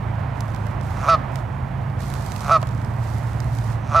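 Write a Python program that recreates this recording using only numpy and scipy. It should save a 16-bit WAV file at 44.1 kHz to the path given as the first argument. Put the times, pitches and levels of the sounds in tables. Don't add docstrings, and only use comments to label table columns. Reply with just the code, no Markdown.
import sys
import numpy as np
from scipy import signal
from scipy.fft import rfft, irfft
from scipy.io import wavfile

SR = 44100
rng = np.random.default_rng(int(sys.argv[2]) if len(sys.argv) > 2 else 0)


def log_audio(samples):
    frames = np.atleast_2d(samples).T
    limited = np.clip(frames, -1, 1)
    pcm = np.round(limited * 32767).astype(np.int16)
    wavfile.write(sys.argv[1], SR, pcm)


N = 176400
TIME = np.arange(N) / SR
FREQS = np.maximum(np.arange(N + 1) * SR / (2 * N), 1)


def from_db(db):
    return 10 ** (np.asarray(db) / 20)


def rms_one(x):
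    return x / np.sqrt(np.mean(x ** 2) + 1e-20)


def in_time(rows):
    seconds, *columns = np.transpose(rows)
    return [np.interp(TIME, seconds, column) for column in columns]


def at_hz(points):
    hz, value = np.transpose(points)
    return np.interp(np.log(FREQS), np.log(hz), value)


def filtered(x, response):
    return irfft(rfft(x, 2 * N) * response)[..., :N]


def minimum_phase(db):
    cepstrum = irfft(db * np.log(10) / 20)
    return np.exp(rfft(cepstrum * (1 + np.sign(np.fft.fftfreq(len(cepstrum))))))


def colour(x, spectrum):
    response = minimum_phase(at_hz(spectrum))
    return filtered(x, response / np.sqrt(np.mean(abs(response) ** 2)))


def drift(rate_hz):
    return rms_one(filtered(rng.standard_normal(2 * N), 1 / (1 + (FREQS / rate_hz) ** 2)))


def pan(left_minus_right_db):
    ratio = np.atleast_1d(from_db(left_minus_right_db))
    return 2 * np.array([ratio, np.ones_like(ratio)]) / (1 + ratio)


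def stereo(x, correlation):
    c = np.clip(correlation, 0, .999)
    side = filtered(x[1], np.sqrt((1 - c) / (1 + c)))
    return x[0] + side * np.array([[1], [-1]])


# frequency in Hz, relative level in dB.
WIND_EQ = [(21, -22.5), (36, -22.5), (51, -4.5), (86, -2.5), (126, 1), (162, -7), (225, -11.5), (325, -20),
           (510, -28), (1100, -62)]
WIND_DB, WIND_FLUTTER_DB = -29.5, 0.55


def wind():
    rumble = colour(rng.standard_normal((2, N)), WIND_EQ)
    return rumble * from_db(WIND_DB + WIND_FLUTTER_DB * drift(21))


# frequency in Hz, relative level in dB.
TRAFFIC_EQ = [(150, -1), (300, -8), (450, -5), (650, 4), (950, 3), (1400, -3.5), (2000, -7.5),
              (3000, -18.5), (4500, -29.5), (8000, -41.5), (15000, -75)]
# time in seconds, level in dB before the trim.
TRAFFIC_RIDE = [(0.0, -42.5), (0.88, -44), (1.12, -41.5), (1.58, -45), (3.57, -44.5), (3.84, -44)]
TRAFFIC_TRIM_DB = 7.6


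def traffic():
    ride_db, = in_time(TRAFFIC_RIDE)
    wash = colour(rng.standard_normal((2, N)), TRAFFIC_EQ)
    return wash * from_db(TRAFFIC_TRIM_DB + ride_db + .5 * drift(6.3))


# pitch in Hz, level in dB, pitch wander in Hz.
ENGINE_DRONES = [(53.3, -41, 2.2), (81, -36, 1.56), (190.5, -46, 1.09)]
# time in seconds, pitch in Hz, level in dB before the trim.
LOW_ENGINE = [(0.0, 112, -42), (0.08, 109.7, -26.5), (0.98, 108.1, -23.5), (1.15, 113.6, -45),
              (1.37, 108.2, -32.5), (2.52, 106.7, -30), (2.65, 113.5, -24), (3.58, 113.7, -17.5),
              (4.0, 111.7, -24)]
HIGH_ENGINE = [(0.0, 137.2, -28), (0.75, 135.1, -30), (3.65, 132.3, -27.5), (4.0, 134.1, -26)]
LOW_TRIM_DB, HIGH_TRIM_DB = -4.94, -3.5


def engines():
    tracks = [(hz + wander * drift(3.06), db) for hz, db, wander in ENGINE_DRONES]
    for curve, trim_db in ((LOW_ENGINE, LOW_TRIM_DB), (HIGH_ENGINE, HIGH_TRIM_DB)):
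        hz, db = in_time(curve)
        tracks.append((hz + 0.83 * drift(2.7), db + trim_db))
    return sum(np.sqrt(2) * from_db(db + 2.3 * drift(1.5)) * np.sin(2 * np.pi * np.cumsum(hz) / SR)
               for hz, db in tracks)


# frequency in Hz, left minus right in dB.
BED_PAN = [(52, 2), (112, -3.5), (205, -4), (385, -17.5), (710, -16), (1290, -14), (2380, -8),
           (4450, -10.5), (8100, 13)]
# frequency in Hz, left-right correlation from 0 to 1.
BED_CORRELATION = [(60, 1), (150, 0.94), (380, 0.85), (950, 0.67), (2380, 0.86), (5980, 1), (15000, 0.76)]


def background():
    air = stereo(wind() + traffic(), at_hz(BED_CORRELATION))
    return filtered(air + engines(), pan(at_hz(BED_PAN)))


# start in seconds, hold in seconds, level in dB before the trims.
BRUSHES = [(0.373, 0.34, -61), (0.844, 0.29, -55.5), (1.34, 0.06, -58), (2.01, 0.53, -49),
           (2.605, 0.42, -60.5), (3.03, 0.16, -52), (3.221, 0.3, -56), (3.533, 0.2, -52.5)]
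# frequency in Hz, relative level in dB.
RUSTLE_EQ = [(1500, -12), (2800, -2.5), (4200, 2.5), (6500, 0.5), (9500, -3), (11000, -7), (12700, -4),
             (14500, -16), (16000, -22)]
BRUSH_RISE_DB_PER_S, BRUSH_FALL_DB_PER_S, STIR_FLOOR_DB = 450, 254, -67
SLIDE_TRIM_DB, CRACKLE_TRIM_DB = -1.5, -5
CRACKLES_PER_S, CRACKLE_SPREAD_DB, CRACKLE_DECAY_S = 130, 2.5, 0.00028


def rustle():
    power = from_db(STIR_FLOOR_DB) ** 2
    for start, hold, db in BRUSHES:
        fade_in_db = BRUSH_RISE_DB_PER_S * np.maximum(start - TIME, 0)
        fade_out_db = BRUSH_FALL_DB_PER_S * np.maximum(TIME - start - hold, 0)
        power = power + from_db(db - fade_in_db - fade_out_db) ** 2
    sizes = from_db(CRACKLE_SPREAD_DB * np.minimum(rng.exponential(1, N), 4.2))
    ticks = sizes * (rng.random(N) < CRACKLES_PER_S / SR)
    grains = signal.lfilter([1], [1, -np.exp(-1 / (CRACKLE_DECAY_S * SR))], ticks + 1e-18)
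    texture = np.hypot(from_db(SLIDE_TRIM_DB), from_db(CRACKLE_TRIM_DB) * rms_one(grains))
    return colour(np.sqrt(power) * texture * rng.standard_normal((2, N)), RUSTLE_EQ)


def burst(start, db, t60):
    return (TIME >= start) * from_db(db - 60 * np.clip((TIME - start) / t60, 0, 2))


# start in seconds, level in dB before the trim, body against treble in dB.
STALK_SNAPS = [(0.4065, -22, -5), (0.547, -31, -18), (0.5622, -32.5, -10), (0.6678, -32, -14),
               (0.8116, -32, -9), (1.3573, -23.5, -11), (1.388, -37, -14), (1.8997, -42, 11),
               (2.0057, -32, 5), (2.139, -22.5, 1), (2.2628, -26, -7), (2.3196, -23, -5),
               (2.3614, -22.5, -11), (2.4069, -24.5, -6), (2.4463, -29, -14), (2.5775, -36, -14),
               (2.616, -31, -17), (2.628, -26, -1), (2.6712, -29, -14), (2.6898, -34, -14),
               (2.8476, -32, -11), (3.4032, -25.5, -10), (3.5862, -26.5, -14)]
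# start in seconds, level in dB.
TWIG_SNAPS = [(2.628, -24.5)]
# frequency in Hz, relative level in dB.
SNAP_TREBLE_EQ = [(1550, -3), (3050, -3.5), (5100, -.5), (9100, -8), (15900, -17.5)]
SNAP_BODY_EQ = [(210, -20), (620, 22), (1450, 14), (3100, -2.5), (8100, -34)]
STALK_TRIM_DB, STALK_T60_S, TWIG_T60_S = -7, 0.012, 0.037


def snaps():
    treble = sum(burst(start, db + STALK_TRIM_DB, STALK_T60_S) for start, db, _ in STALK_SNAPS)
    body = sum(burst(start, db + body_db + STALK_TRIM_DB, STALK_T60_S)
               for start, db, body_db in STALK_SNAPS)
    body += sum(burst(start, db, TWIG_T60_S) for start, db in TWIG_SNAPS)
    return sum(colour(envelope * rng.standard_normal((2, N)), eq)
               for envelope, eq in ((treble, SNAP_TREBLE_EQ), (body, SNAP_BODY_EQ)))


def straw():
    return stereo(rustle() + snaps(), correlation=0.3) * pan(left_minus_right_db=-8)


# frequency in Hz, left minus right in dB.
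GOOSE_BALANCE = [(390, -4.5), (690, -4.5), (1300, -2.5), (4300, -3.5), (8100, 0.7)]
TAIL_DB, TAIL_T60_S = -21, .42


def outdoors(call):
    tail = rms_one(rng.standard_normal((2, N)) * from_db(-60 * TIME / TAIL_T60_S)) / np.sqrt(N)
    return filtered(call, pan(at_hz(GOOSE_BALANCE)) + from_db(TAIL_DB) * rfft(tail, 2 * N))


def resonance(x, hz, width_hz):
    r = np.exp(-np.pi * width_hz / SR)
    poles = [1, -2 * r * np.cos(2 * np.pi * hz / SR), r * r]
    return signal.lfilter(np.array([1, 0, -1]) * (1 - r * r) / 2, poles, x)


# centre in Hz, bandwidth in Hz, relative level in dB.
FORMANTS = [(638, 67, -7.5), (817, 173, -11.5), (1140, 81, -4), (1318, 113, -5), (2380, 145, -28)]


def grunt(pulses):
    return rms_one(sum((-1) ** k * from_db(db) * resonance(pulses, hz, width)
                       for k, (hz, width, db) in enumerate(FORMANTS)))


# frequency in Hz, relative level in dB.
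RASP_EQ = [(410, -42), (1520, 5), (2000, -1), (2500, 5.5), (3200, -6.5), (3900, -1.5), (4600, -8),
           (5950, 0), (7450, -11), (10900, -16.5), (15900, -40)]


def rasp(pulses, cycles):
    puffs = rms_one(rng.standard_normal(N) * np.exp(-3.2 * (cycles % 1)))
    return rms_one(colour(rms_one(pulses) + puffs, RASP_EQ))


# harmonic number, relative level in dB.
NASAL_HARMONICS = [(1, -22), (2, -41), (3, -25), (4, -9), (5, -22), (6, -30), (7, -6), (8, 0), (9, -25),
                   (10, -39), (11, -28), (12, -25), (13, -30), (14, -37), (15, -26), (16, -32), (17, -34),
                   (18, -43), (19, -37), (20, -38), (21, -35), (22, -40), (23, -29), (24, -34), (25, -38),
                   (26, -38), (27, -32), (28, -28), (29, -42), (30, -40), (31, -37), (32, -35), (33, -46),
                   (34, -47), (35, -44), (36, -44), (37, -45), (38, -45)]
TREBLE_SHELF_HZ, TREBLE_FLUTTER_DB = 3180, 1.5


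def nasal_tone(cycles, treble_db):
    levels = [db for _, db in NASAL_HARMONICS]
    partials = minimum_phase(np.pad(levels, 1, mode="edge"))[1:-1]
    phase = np.linspace(0, 1, 2048)
    wavetable = sum(np.real(p * np.exp(2j * np.pi * k * phase)) for k, p in enumerate(partials, 1))
    tone = np.interp(cycles % 1, phase, rms_one(wavetable))
    treble = filtered(tone, 1 / (1 + (TREBLE_SHELF_HZ / FREQS) ** 10))
    return tone + treble * (from_db(treble_db + TREBLE_FLUTTER_DB * drift(150)) - 1)


# time of the voice break in seconds, hold in seconds, level in dB,
# swell of the grunt in dB per second, treble trim in dB.
GOOSE_HONKS = [(1.090, 0.060, -12.9, 220, 0), (2.515, 0.053, -12.6, 260, -5),
               (3.958, 0.061, -13.0, 330, -6)]
GRUNT_HZ, HONK_HZ, BREAK_S = 141.9, 165.66, 0.0093
GRUNT_JITTER, HONK_JITTER = 0.046, .004
SAG_S, SAG_HZ, SAG_LIFT_DB = 0.042, 9.3, 0.5
TONE_LAG_S, ATTACK_DB_PER_S, RELEASE_DB_PER_S = 0.0042, 576, 1435
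GRUNT_DB, GRUNT_FADE_DB_PER_S = -5.5, 911
RASP_DB, RASP_SWELL_SHARE, RASP_FADE_DB_PER_S = -25.5, 0.46, 70
CRACK_DB, CRACK_HALF_WIDTH_S = -24, 0.0087


def goose():
    honks = np.array(GOOSE_HONKS)
    nearest = np.argmin(abs(TIME[:, None] - honks[:, 0]), axis=1)
    break_time, hold, level_db, swell, treble_db = honks[nearest].T
    t = TIME - break_time
    before, after = np.maximum(-t, 0), np.maximum(t, 0)
    voiced = np.clip(1 + t / BREAK_S, 0, 1)
    sag = np.clip(1 + (t - hold) / SAG_S, 0, 2) ** 2

    pitch_hz = GRUNT_HZ + (HONK_HZ - GRUNT_HZ) * voiced - SAG_HZ * sag
    jitter = (GRUNT_JITTER * (1 - voiced) + HONK_JITTER * voiced) * drift(110)
    cycles = np.cumsum(pitch_hz * (1 + jitter)) / SR
    pulses = np.diff(np.floor(cycles), prepend=0)
    pulses *= from_db(2.5 * rng.standard_normal(N))

    attack_db = ATTACK_DB_PER_S * np.maximum(TONE_LAG_S - t, 0)
    release_db = RELEASE_DB_PER_S * np.maximum(t - hold, 0)
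    tone_gain = from_db(SAG_LIFT_DB * sag - release_db - attack_db)
    grunt_gain = from_db(GRUNT_DB - swell * before - GRUNT_FADE_DB_PER_S * after)
    rasp_gain = from_db(RASP_DB - RASP_SWELL_SHARE * swell * before
                        - RASP_FADE_DB_PER_S * after - release_db)
    rasp_gain += from_db(CRACK_DB + treble_db) * np.exp(-((t - TONE_LAG_S) / CRACK_HALF_WIDTH_S) ** 2)
    return from_db(level_db) * (tone_gain * nasal_tone(cycles, treble_db)
                                + grunt_gain * grunt(pulses)
                                + rasp_gain * rasp(pulses, cycles))


def scene():
    return outdoors(goose()) + straw() + background()


def record(dry, cutoff_hz=15700):
    return signal.sosfilt(signal.ellip(10, .1, 80, cutoff_hz, fs=SR, output="sos"), dry)


dry = scene()
out = record(dry)
log_audio(out)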